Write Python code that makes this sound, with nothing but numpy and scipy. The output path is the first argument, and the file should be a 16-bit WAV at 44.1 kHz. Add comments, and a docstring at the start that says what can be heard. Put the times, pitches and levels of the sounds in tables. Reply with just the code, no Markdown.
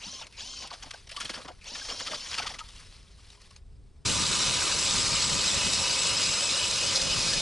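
"""Drill-driven ice auger

A cordless drill turns an ice auger on a frozen lake, in light wind.
From a few metres off, three motor bursts (swept gear and motor sines, fan noise) churn slush in a hole:
noise bursts for splashes, short gliding sines for bubbles, pattering noise for water off the auger.
Then, suddenly close, the drill runs under load (wobbling gear sines) while the blades shave fresh ice
(gritty noise, rung resonances); six squeals, one per auger turn, are rising fuzzy tones."""
import sys
import numpy as np
from scipy import signal
from scipy.fft import rfft, irfft
from scipy.io import wavfile
from scipy.ndimage import uniform_filter1d

SR = 44100
rng = np.random.default_rng(int(sys.argv[2]) if len(sys.argv) > 2 else 0)


def materialize(psi):
    """Save the field psi as 16-bit PCM at rate SR to the path in sys.argv[1].

    A 1-D psi becomes a single channel; in a 2-D psi each row is a channel.
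    """
    bounded = np.clip(np.atleast_2d(psi).T, -1, 1)
    quanta = np.round(bounded * 32767).astype(np.int16)
    wavfile.write(sys.argv[1], SR, quanta)


N = 326781
TIME_S = np.arange(N) / SR
CLOSE_S = 4.049  # the close view begins
EDGE_HZ = 11030

# Table levels are nominal: the functions add trims and fluctuation.
# Spectra, each row: frequency in Hz, relative density in dB per Hz.

# Trigger pulls. Each row: half speed reached in seconds, let go in seconds, top gear-mesh pitch in Hz,
# sag as the finger eases (0-1), level in dB, gear whine in relative dB, brake current in relative dB.
BURSTS = [(0.022, 0.213, 3306, 0.12, -41.5, -8, 15), (0.388, 0.651, 3215, 0.11, -41, -6, 8),
          (1.669, 2.378, 3234, .13, -41, -9, 0)]
# Gear partials. Each row: multiple of the gear-mesh pitch, level in dB.
GEAR_PARTIALS = [(1 / 12, -8), (1 / 4, -9), (11 / 12, -10), (1 / 3, -8), (1, 1.5), (4 / 3, -7), (5 / 3, -7),
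                 (2, -8)]
# Magnetic whine of the motor. Each row: multiple of the gear-mesh pitch, level in dB.
MOTOR_PARTIALS = [(1 / 3, -17.5), (2 / 3, -20.5), (13 / 12, -21), (4 / 3, -17), (3 / 2, -26), (7 / 4, -15)]
# Motor case response. Each row: frequency in Hz, gain in dB.
MOTOR_CASE = [(400, -11.5), (680, -13.5), (950, 2.5), (1300, -9), (1900, -4.5), (2900, 3), (3700, -7.5),
              (6000, -5)]
# Fan and brush spectrum. Each row: frequency in Hz, density in dB per Hz.
WHIRR_SPECTRUM = [(120, -52), (200, -9.5), (266, -11), (325, -18), (538, -8), (904, -13.5), (1050, -6.5),
                  (1200, -10.5), (1860, -13), (2060, -15.5), (2430, -8.5), (3130, -3.5), (3640, -2.5),
                  (5170, 1.5), (6600, -2), (7800, -15.5), (11000, -20), (14300, -51), (22000, -120)]
# Speed controller resonances. Each row: frequency in Hz, width in Hz, level in dB.
CHOPPER_MODES = [(2450, 300, 1), (4260, 1100, -4)]
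# Drill under load. Each row: time in seconds, gear-mesh pitch in Hz,
# levels of the first, second and third partial in dB.
LOADED = [(4.05, 2570, -48, -41, -39.5), (4.55, 2573, -44, -56, -43), (4.95, 2580, -50, -36.5, -37),
          (5.35, 2560, -45.5, -44, -36.5), (5.53, 2546, -40, -39, -38), (5.7, 2566, -41, -39, -40),
          (6.45, 2566, -41.5, -36, -38), (7., 2541, -45, -39.5, -47), (7.41, 2514, -42.5, -38, -53)]

# Ice shaving spectrum. Each row: frequency in Hz, density in dB per Hz.
SCRAPE_SPECTRUM = [(200, -11.5), (400, -9), (750, -14), (1100, -6), (1500, -7), (1850, -9), (2300, -4),
                   (2700, -3), (3050, -0.5), (3250, -6), (3450, -0.5), (5400, -1), (6500, -2.5), (7500, -5),
                   (8800, -7.5), (9700, -14.5), (11000, -14)]
# Auger bending modes. Each row: frequency in Hz, width in Hz, level in dB.
AUGER_MODES = [(867, 9.6, -12.5), (984.5, 30, -3.5), (1209, 34, -5.5)]
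# Blade resonances. Each row: frequency in Hz, width in Hz, level in dB.
BLADE_MODES = [(4380, 430, -4), (4869, 150, -5.5), (5370, 190, -6.5), (5900, 120, -25)]
# Blade ringing. Each row: time in seconds, level in dB.
BLADE_RING = [(4.05, -64), (4.9, -38.5), (5.5, -36), (6.5, -43.5), (6.8, -36.5), (7.41, -33)]
# Low rumble spectrum. Each row: frequency in Hz, density in dB per Hz.
RUMBLE_SPECTRUM = [(12, -35), (20, -1), (107, 2.5), (188, 1), (375, -13), (420, -13), (550, -17),
                   (920, -120)]
# Ground rumble. Each row: time in seconds, level in dB.
GROUND_RUMBLE = [(4.05, -35), (4.25, -37.5), (4.6, -44.5), (5.05, -38.5), (5.5, -42), (6.4, -46.5),
                 (6.85, -43.5), (7.3, -41)]
# Boring sounds as the blades sink in. Each one: level at the start in dB, change in dB per second.
CUTTING = (-25.5, -0.68)
AUGER_RINGING = (-38, -2.1)
SHAFT_HUM = (-47, 1.43)

# Big clumps of slush thrown by the auger. 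Each row: start in seconds, spray peak in dB,
# watery low part in relative dB, icy snap in relative dB, spray rise time in seconds.
SPLASHES = [(.207, -45.5, -2.5, -29, 0.011), (.618, -42, -7, -30, 0.011), (.7015, -44.5, 0, -25, 0.0093),
            (.725, -38.5, -13, -28, 0.01), (0.822, -39.5, -7.5, -26, 0.0087), (0.856, -46, -4, -22, 0.0077),
            (0.907, -37, -13, -8, 0.0041), (.934, -42, -8, -25, 0.0054), (1.069, -49, -13, -9, .005),
            (1.091, -41, -28, -10.5, 0.0067), (1.111, -37.5, -11, -7, 0.008),
            (1.163, -33.5, -15, -13, 0.0053), (1.2, -30, -15.5, -7.5, 0.0096),
            (1.245, -33.5, -10.5, -7, 0.0085), (1.2925, -32.5, -9.5, -22, 0.0075),
            (1.335, -37, -9, -23, 0.013), (1.372, -46, 6, -24, 0.0077), (1.446, -43.5, 4.5, -22, 0.0066),
            (1.477, -43, -1, -20, 0.0083), (1.749, -36, -4, -23, 0.0069), (1.882, -34, -6, -24, 0.016),
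            (1.993, -36.5, -10, -34, 0.011), (2.061, -32, -10.5, -28, 0.0093),
            (2.107, -34, -3.5, -26, 0.01), (2.141, -32, -17, -33.5, 0.0075), (2.259, -40, -11, -23, 0.0099),
            (2.305, -33.5, -9.5, -22, 0.0092), (2.338, -33, -18, -22, 0.0089),
            (2.375, -27, -12, -29, 0.011), (2.411, -35, -4.5, -26, 0.018), (2.461, -30, -12, -28, 0.0087),
            (2.49, -36, -12, -26, 0.01), (2.584, -36.5, -16, -23, 0.0095)]
# Spells in which the flights fling small clumps. Each row: start in seconds, stop in seconds.
CHURN = [(.5, .79), (1.25, 1.6), (1.801, 2.56)]
# Spray spectrum. Each row: frequency in Hz, density in dB per Hz.
SPRAY_SPECTRUM = [(710, -18), (1200, -1.5), (1530, -3), (1640, -2), (2070, 1.5), (2640, 0.5), (3300, 5.5),
                  (3750, -2), (4600, 2.5), (6430, -5.5), (8720, -15), (9480, -20), (11000, -15.5),
                  (14300, -49), (22000, -120)]
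# Spectrum of the water in the hole. Each row: frequency in Hz, density in dB per Hz.
SLOP_SPECTRUM = [(71, -32), (120, -1), (273, 2), (386, -5), (515, 3.5), (836, 2), (1040, 4.5), (1650, -3.5),
                 (1900, -18), (2470, -26), (4180, -120)]
# Largest air pockets and drips in the hole. Each row: start in seconds, initial pitch in Hz, peak in dB.
BUBBLES = [(.056, 199, -45.5), (.644, 813, -46), (.936, 1570, -39), (1.172, 1160, -34.5),
           (1.208, 1404, -34), (1.362, 247, -45.5), (1.384, 526, -48), (1.478, 750, -42),
           (1.811, 1620, -37), (2.073, 1316, -37), (2.117, 613, -40.5), (2.382, 1330, -33.5),
           (2.418, 1490, -39), (2.465, 1224, -38), (2.605, 1280, -33), (2.608, 948, -44),
           (3.374, 1020, -58), (3.508, 1100, -59)]
# Clicks of trigger, chuck and ice chips. Each row: start in seconds, level in dB.
TICKS = [(.268, -40), (.3243, -46), (.6736, -37.5), (1.642, -42), (2.687, -44), (2.9243, -47), (3.302, -45),
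         (3.3286, -50), (3.416, -48), (3.509, -47.5), (3.562, -45)]
# Surges of water and slush off the auger. Each row: start in seconds, length in seconds, level in dB.
RUNOFF = [(-.1, 0.31, -49), (0.693, .29, -49), (1.11, 0.26, -42.5), (1.71, 0.81, -43.5),
          (2.544, 0.16, -48.5), (2.704, .1, -46.5), (2.8, .17, -51), (3.137, 0.21, -53.5),
          (3.36, 0.11, -54.5)]
# Running water spectrum. Each row: frequency in Hz, density in dB per Hz.
TRICKLE_SPECTRUM = [(290, -33), (500, -1.5), (623, -5.5), (817, -4), (1130, 1.5), (1430, -1.5), (2300, 2),
                    (4750, 4), (5060, 5), (7000, -5.5), (11000, -7.5), (14300, -43), (22000, -120)]

# Wind spectrum. Each row: frequency in Hz, density in dB per Hz.
WIND_SPECTRUM = [(8.8, -44), (15, -2), (38, -2), (91, -7.5), (158, -17.5), (209, -31), (222, -24),
                 (300, -29.5), (390, -65), (660, -120)]
# Gusts. Each row: time in seconds, level in dB.
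GUSTS = [(0, -59.5), (.8, -54.5), (1.2, -55), (2.25, -55), (2.5, -50), (3.55, -56), (3.68, -49),
         (4.02, -54)]
# Hiss spectrum. Each row: frequency in Hz, density in dB per Hz.
HISS_SPECTRUM = [(120, -24), (200, 0.5), (229, -15.5), (372, -9), (404, -3), (433, -9), (752, -17.5),
                 (5170, -34), (6650, -34), (8130, -26), (11000, -41), (14300, -71), (22000, -120)]
# Two microphone ports, one entry per view. Three lists of rows: frequency in Hz, likeness (clipped to 0-1);
# frequency in Hz, lead of the left in radians; frequency in Hz, left minus right in dB.
FAR_PORTS = ([(60, 1), (170, 0.55), (500, 0.85), (1420, 1.2), (4080, 1.2), (11700, 1)], [(0, -1),
             (520, 0.61), (5940, 0.21), (7580, 0.65), (11900, -1)], [(60, 0.5), (170, 2.5), (500, 2),
             (1420, 1.5), (4080, 1), (11700, 1.0)])
CLOSE_PORTS = ([(60, 1), (140, 0.96), (350, 0.33), (840, 0.9), (2020, 0.93), (4870, 1), (11700, 0.74)],
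               [(0, -1.3), (340, 1.23), (600, 0.3), (950, 0.3), (9730, -0.42), (10600, -0.1), (11900, 0.0)],
               [(60, 0.5), (140, 1.0), (350, 0.63), (840, 0.87), (2020, 0.13), (4870, 0.76), (11700, -1.7)])

# Speed climbs an S-curve, sags late, dies away under the brake.
SPIN_UP_S, BRAKE_S, SAG_POWER = .027, 0.056, 4.1
# Level grows with speed, and again while the motor accelerates.
LOUDNESS_POWER, SURGE_DB = 2.2, 11
IDLE_CURRENT_DB, START_CURRENT_DB = -2, 4.5  # motor whine, running free and starting
SHAFT_DB = -13.5  # each of the weaker multiples of the shaft speed
MESH_PER_SHAFT = 12  # gear-mesh cycles per shaft turn
PULL_S, CHOPPER_DB = .057, -55.5  # buzz from the trigger pull, fading through half speed
SQUEAL_FROM_S, AUGER_TURN_S, SQUEAL_S = 5.55, .237, .19
SQUEAL_START_HZ, SQUEAL_END_HZ, SQUEAL_DB = 2713, 3060, -38
SMALL_PER_S, SMALL_SPREAD_DB = 17.73, 8  # small clumps
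SMALL_LOW_DB, SMALL_SNAP_DB, SMALL_RISE_S = -7, -15, 0.0079
TICK_DECAY_S = 0.005
FLOW_ATTACK_S, FLOW_RELEASE_S = 0.05, 0.078
DRIP_DB, DRIP_END_S = -57.5, 3.58  # dripping weakens as the auger is swung clear of the hole
HISS_DB = -68.5
SCATTER_S = 0.042  # decay of the scatter off the snow


def amp(db):
    """Decibels to gain."""
    return 10 ** (np.asarray(db) / 20)


def unit(x):
    """Scales to rms 1."""
    return x / np.sqrt(np.mean(x ** 2) + 1e-20)


def curves(rows):
    """Interpolates each column of a table of (s, ..) rows at every sample."""
    row_s, *columns = np.transpose(rows)
    return [np.interp(TIME_S, row_s, column) for column in columns]


def over_log_hz(hz, rows):
    """Interpolates (Hz, value) rows on a near-logarithmic frequency axis."""
    row_hz, values = np.transpose(rows)
    return np.interp(np.log1p(hz), np.log1p(row_hz), values)


def colour(x, spectrum):
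    """Filters by a spectrum of (Hz, dB) points."""
    hz = np.fft.rfftfreq(N, 1 / SR)
    return irfft(rfft(x) * amp(over_log_hz(hz, spectrum)), N)


def wander(rate_hz):
    """Slow random signal of rms 1, up to about the given rate."""
    hz = np.fft.rfftfreq(N, 1 / SR)
    lowpass = (hz > 0) / (1 + (hz / rate_hz) ** 4)
    return unit(irfft(rfft(rng.standard_normal(N)) * lowpass, N))


def patchy_noise(patchy_db, size):
    """White noise whose level varies in patches of size (bins, frames)."""
    bins = signal.stft(rng.standard_normal(N), nperseg=256, noverlap=192)[2]
    patches = uniform_filter1d(rng.standard_normal(bins.shape), size[0], axis=0)
    patches = uniform_filter1d(patches, size[1], axis=1)
    noise = signal.istft(bins * amp(patchy_db * unit(patches)), nperseg=256, noverlap=192)[1]
    return unit(noise[:N])


def crackle(per_s, spread_db):
    """Sparse clicks, a few much larger than the rest."""
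    sizes = amp(spread_db * np.minimum(rng.exponential(1, N), 4))
    signs = rng.choice([-1, 1], N)
    return unit(sizes * signs * (rng.random(N) < per_s / SR))


def ring(x, modes):
    """Drives resonances (Hz, width Hz, dB); each comes out at its own level."""
    out = np.zeros(N)
    for hz, width_hz, db in modes:
        pole = np.exp((2j * hz - width_hz) * np.pi / SR)
        out += amp(db) * unit(signal.lfilter([1, 0, -1], [1, -2 * pole.real, abs(pole) ** 2], x))
    return out


def add(mix, start_s, sound):
    """Mixes a sound in at a start time."""
    part = mix[max(round(start_s * SR), 0):][:len(sound)]
    part += sound[:len(part)]


def partials(angle_rad, orders):
    """Sines of random phase on multiples of a turning angle."""
    return sum(amp(db) * np.sqrt(2) * np.sin(k * angle_rad + 2 * np.pi * rng.random()) for k, db in orders)


def free_drill(whirr_db=-1, throb=0.17):
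    """Gear lines and fan whirr sound through the housing; the motor sings on starting and braking current."""
    gears, motor, level, turn, pulling = np.zeros((5, N))
    shaft = [(k / MESH_PER_SHAFT, SHAFT_DB) for k in (9, 10, 13, 14, 15, 17, 18, 19, 21, 22, 23, 25)]
    unsteady = 1 + .003 * wander(rate_hz=260)
    for start_s, stop_s, top_hz, sag, db, gear_db, brake_db in BURSTS:
        on = (TIME_S > start_s - 4 * SPIN_UP_S) & (TIME_S < stop_s + 2 * BRAKE_S)
        t = TIME_S[on]
        spun = 1 / (1 + np.exp((start_s - t) / SPIN_UP_S))
        eased = 1 - sag * np.clip((t - start_s) / (stop_s - start_s), 0, 1) ** SAG_POWER
        speed = spun * eased * np.exp(-np.maximum(t - stop_s, 0) / BRAKE_S)
        accelerating = (4 * spun * (1 - spun)) ** 2
        braking = np.clip((t - stop_s) / .004, 0, 1)
        current = amp(IDLE_CURRENT_DB) + amp(START_CURRENT_DB) * accelerating + amp(brake_db) * braking
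        angle_rad = 2 * np.pi * np.cumsum(top_hz * speed * unsteady[on]) / SR
        loud = amp(db + SURGE_DB * accelerating) * speed ** LOUDNESS_POWER
        level[on] += loud
        pulling[on] += (t > start_s - PULL_S) * (1 - spun)
        turn[on] = np.cos(angle_rad / MESH_PER_SHAFT)
        # the gears whine most near full speed
        gears[on] += loud * amp(gear_db) * speed * partials(angle_rad, GEAR_PARTIALS + shaft)
        motor[on] += loud * current * partials(angle_rad, MOTOR_PARTIALS)
    rattle = unit(amp(2 * wander(rate_hz=200)))
    whirr = unit(colour(patchy_noise(patchy_db=5.5, size=(2, 8)), WHIRR_SPECTRUM)) * (1 + throb * turn)
    buzz = amp(CHOPPER_DB) * pulling * ring(rng.standard_normal(N), CHOPPER_MODES)
    housed_gears = colour(gears * rattle, WHIRR_SPECTRUM)
    return housed_gears + colour(motor, MOTOR_CASE) + amp(whirr_db) * level * whirr + buzz


def loaded_drill():
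    """The load shakes the motor speed, so the gear lines wobble and rasp."""
    mesh_hz, *partial_dbs = curves(LOADED)
    speed = 1 + .0065 * wander(rate_hz=15) + .006 * wander(rate_hz=170)
    angle_rad = 2 * np.pi * np.cumsum(mesh_hz * speed) / SR
    rasps = [amp(2.5 * wander(rate_hz=25) + 3.2 * wander(rate_hz=120)) for _ in partial_dbs]
    out = np.zeros(N)
    for k, (db, rasp) in enumerate(zip(partial_dbs, rasps), 1):
        out += amp(db) * unit(rasp * np.sin(k * angle_rad))
    return out


def sinking(db, db_per_s):
    """A gain that changes steadily as the hole deepens."""
    return amp(db + db_per_s * np.maximum(TIME_S - CLOSE_S, 0))


def boring(scrape_db=-1.57, chatter_db=-12, auger_db=-2.5, hum_db=-2, throb=0.1, grit=0.54,
           swell_db=1.5, curl_db=-1.5):
    """The blades bite unevenly and chip the ice; the chips ring the blades and the steel shaft."""
    cut = sinking(*CUTTING) * amp(0.1 * wander(rate_hz=20))
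    ringing = sinking(*AUGER_RINGING) * amp(swell_db * wander(rate_hz=6.4))
    hum = sinking(*SHAFT_HUM) * amp(swell_db * wander(rate_hz=18))
    rumble = amp(curves(GROUND_RUMBLE)[0])

    turn = np.cos(2 * np.pi * np.cumsum(curves(LOADED)[0] / MESH_PER_SHAFT) / SR)
    bite = amp(.7 * wander(rate_hz=70)) * (1 + throb * turn)
    curls = patchy_noise(patchy_db=4.5, size=(2, 36))  # long shavings hold their pitch for a moment
    shavings = unit(patchy_noise(patchy_db=3.5, size=(2, 9)) + amp(curl_db) * curls)
    chips = bite * (shavings + grit * crackle(per_s=5000, spread_db=6.0))
    ice = cut * amp(scrape_db) * unit(colour(chips, [(60, -40)] + SCRAPE_SPECTRUM))

    knocks = [rng.standard_normal(N) * amp(4.2 * wander(rate_hz=30)) for _ in range(2)]
    blades = amp(curves(BLADE_RING)[0]) * ring(knocks[0], BLADE_MODES)
    chatter = cut * ring(knocks[1], [(3960, 190, chatter_db)])
    auger = amp(auger_db) * ringing * ring(rng.standard_normal(N), AUGER_MODES)
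    shaft = hum * ring(rng.standard_normal(N), [(546.4, 77, hum_db)])
    lumps = rng.standard_normal(N) * amp(2.25 * wander(rate_hz=14))
    thuds = rumble * unit(colour(lumps, RUMBLE_SPECTRUM))
    return ice + blades + chatter + auger + shaft + thuds


def squeals(count=6, fuzzy=0.0301, rough_db=2.0):
    """A blade sticks and slips on the ice once a turn: a fuzzy, broken tone that climbs."""
    out = np.zeros(N)
    fuzz = 1 + fuzzy * wander(rate_hz=220) + .015 * wander(rate_hz=12)
    for k in range(count):
        u = np.clip((TIME_S - SQUEAL_FROM_S - k * AUGER_TURN_S) / SQUEAL_S, 0, 1)
        hz = (SQUEAL_START_HZ + (SQUEAL_END_HZ - SQUEAL_START_HZ) * u) * fuzz
        tone = np.sin(2 * np.pi * np.cumsum(hz) / SR)
        out += amp(SQUEAL_DB) * np.sqrt(8 * u * (1 - u)) * tone
    return out * unit(amp(rough_db * wander(rate_hz=54)))


def flow():
    """Strength of the running water: surges swell, hold and drain away over a drip."""
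    over_hole = np.clip(1 - (TIME_S - DRIP_END_S) / .04, .35, 1)
    levels = []
    for start_s, length_s, db in RUNOFF:
        swell = np.clip((TIME_S - start_s) / FLOW_ATTACK_S, 0, 1)
        drain = np.exp(-np.maximum(TIME_S - start_s - length_s, 0) / FLOW_RELEASE_S)
        levels.append(amp(db) * swell * drain)
    levels.append(amp(DRIP_DB) * over_hole)
    return np.max(levels, axis=0) * np.sqrt(over_hole)


def small_clumps():
    """Rows like SPLASHES, at random moments while the auger churns; more water makes them louder."""
    water_db, rows = 20 * np.log10(flow()), []
    for start_s, stop_s in CHURN:
        for k, (jitter, size) in enumerate(rng.uniform(-1, 1, (40, 2))):
            s = start_s + (k + jitter / 2) / SMALL_PER_S
            if s < stop_s:
                db = water_db[round(s * SR)] + SMALL_SPREAD_DB * size
                rows.append((s, db, SMALL_LOW_DB, SMALL_SNAP_DB, SMALL_RISE_S))
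    return rows


def slush(snap_db=-1, spray_db=-1, slop_db=-3, lag=1.55, grit=0.58):
    """Each clump bursts into gritty spray; the water in the hole answers a little more slowly."""
    (spray_power, slop_power, snap), t = np.zeros((3, N)), TIME_S[:SR // 6]
    for s, db, low_db, snap_rel_db, rise_s in SPLASHES + small_clumps():
        u = t / max(rise_s, .002)
        add(snap, s, amp(db + snap_rel_db) * 2 * u * np.exp(1 - 2 * u))  # the crust breaks first
        add(spray_power, s, (amp(db) * u * np.exp((1 - u ** 1.4) / 1.4)) ** 2)
        add(slop_power, s, (amp(db + low_db) * u / lag * np.exp(1 - u / lag)) ** 2)
    clumps = amp(1.6 * wander(rate_hz=300))
    drops = patchy_noise(patchy_db=4.5, size=(3, 6)) + grit * crackle(per_s=2200, spread_db=2.5)
    water = patchy_noise(patchy_db=6.5, size=(2, 10))
    cracks = colour(crackle(per_s=4800, spread_db=5.0), [(1000, -23), (6000, -16), (8000, 6), (11000, 2)])
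    crust = amp(snap_db) * snap * unit(cracks)
    spray = amp(spray_db) * np.sqrt(spray_power) * unit(colour(clumps * drops, SPRAY_SPECTRUM))
    slop = amp(slop_db) * np.sqrt(slop_power) * unit(colour(water, SLOP_SPECTRUM))
    return crust + spray + slop


def bubbles(rise_cycles=7, max_rise_s=.011, glide_per_s=-0.46):
    """Air pockets ring briefly, sagging slightly in pitch as the hole opens."""
    out, t = np.zeros(N), TIME_S[:SR // 8]
    for s, hz, db in BUBBLES:
        u = t / min(rise_cycles / hz, max_rise_s)
        tone = np.sin(2 * np.pi * hz * t * (1 + glide_per_s * t))
        add(out, s, amp(db) * u * np.exp(1 - u) * tone)
    wobble = unit(1 + .7 * wander(rate_hz=110))
    return out * wobble


def runoff(water_db=-4):
    """Fine drops patter off the auger, with sharper clicks between them."""
    clicks, t = np.zeros(N), TIME_S[:SR // 12]
    for s, db in TICKS:
        add(clicks, s, amp(db) * (1 - np.exp(-t / .0004)) * np.exp(-t / TICK_DECAY_S))
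    drops = patchy_noise(patchy_db=4, size=(3, 10)) + .8 * crackle(per_s=2000, spread_db=2.2)
    chips = patchy_noise(patchy_db=3.5, size=(3, 12))
    dribble = amp(1.1 * wander(rate_hz=50))
    water = amp(water_db) * flow() * unit(colour(drops * dribble, TRICKLE_SPECTRUM))
    return water + clicks * unit(colour(chips, TRICKLE_SPECTRUM))


def wind():
    """Lumpy low noise of wind on the microphone over a faint hiss."""
    lumps = unit(colour(rng.standard_normal(N), WIND_SPECTRUM) * amp(0.66 * wander(rate_hz=5.8)))
    hiss = unit(colour(rng.standard_normal(N), HISS_SPECTRUM))
    return amp(curves(GUSTS)[0]) * lumps + amp(HISS_DB) * hiss


def spread(x, likeness, lead, balance):
    """Sound reaches two ports a little apart; scatter off the snow reaches them with opposite sign."""
    t, hz = TIME_S[:SR // 4], np.fft.rfftfreq(N, 1 / SR)
    same = np.clip(over_log_hz(hz, likeness), 0, 1)
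    left = amp(over_log_hz(hz, balance) / 2) * np.exp(.5j * over_log_hz(hz, lead))
    tail = rng.standard_normal(len(t)) * np.exp(-t / SCATTER_S)
    scatter = rfft(tail / np.linalg.norm(tail), N) * np.sqrt((1 - same) / (1 + same))
    ports = np.array([left + scatter, 1 / left - scatter])
    return irfft(rfft(x) * ports / (abs(left + 1 / left) / 2), N)


def scene():
    """The distant clearing of one hole gives way at once to the close boring of the next."""
    far = spread(free_drill() + slush() + bubbles() + runoff() + wind(), *FAR_PORTS)
    close = spread(boring() + loaded_drill() + squeals(), *CLOSE_PORTS)
    near = np.clip((TIME_S - CLOSE_S) / .007, 0, 1)
    return (1 - near) * far + near * close


def record(dry):
    """A steep low-pass band limit."""
    lowpass = signal.firwin(1601, EDGE_HZ, window=("kaiser", 8), fs=SR)
    return signal.oaconvolve(dry, lowpass[None], "same")


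dry = scene()
out = record(dry)
materialize(out)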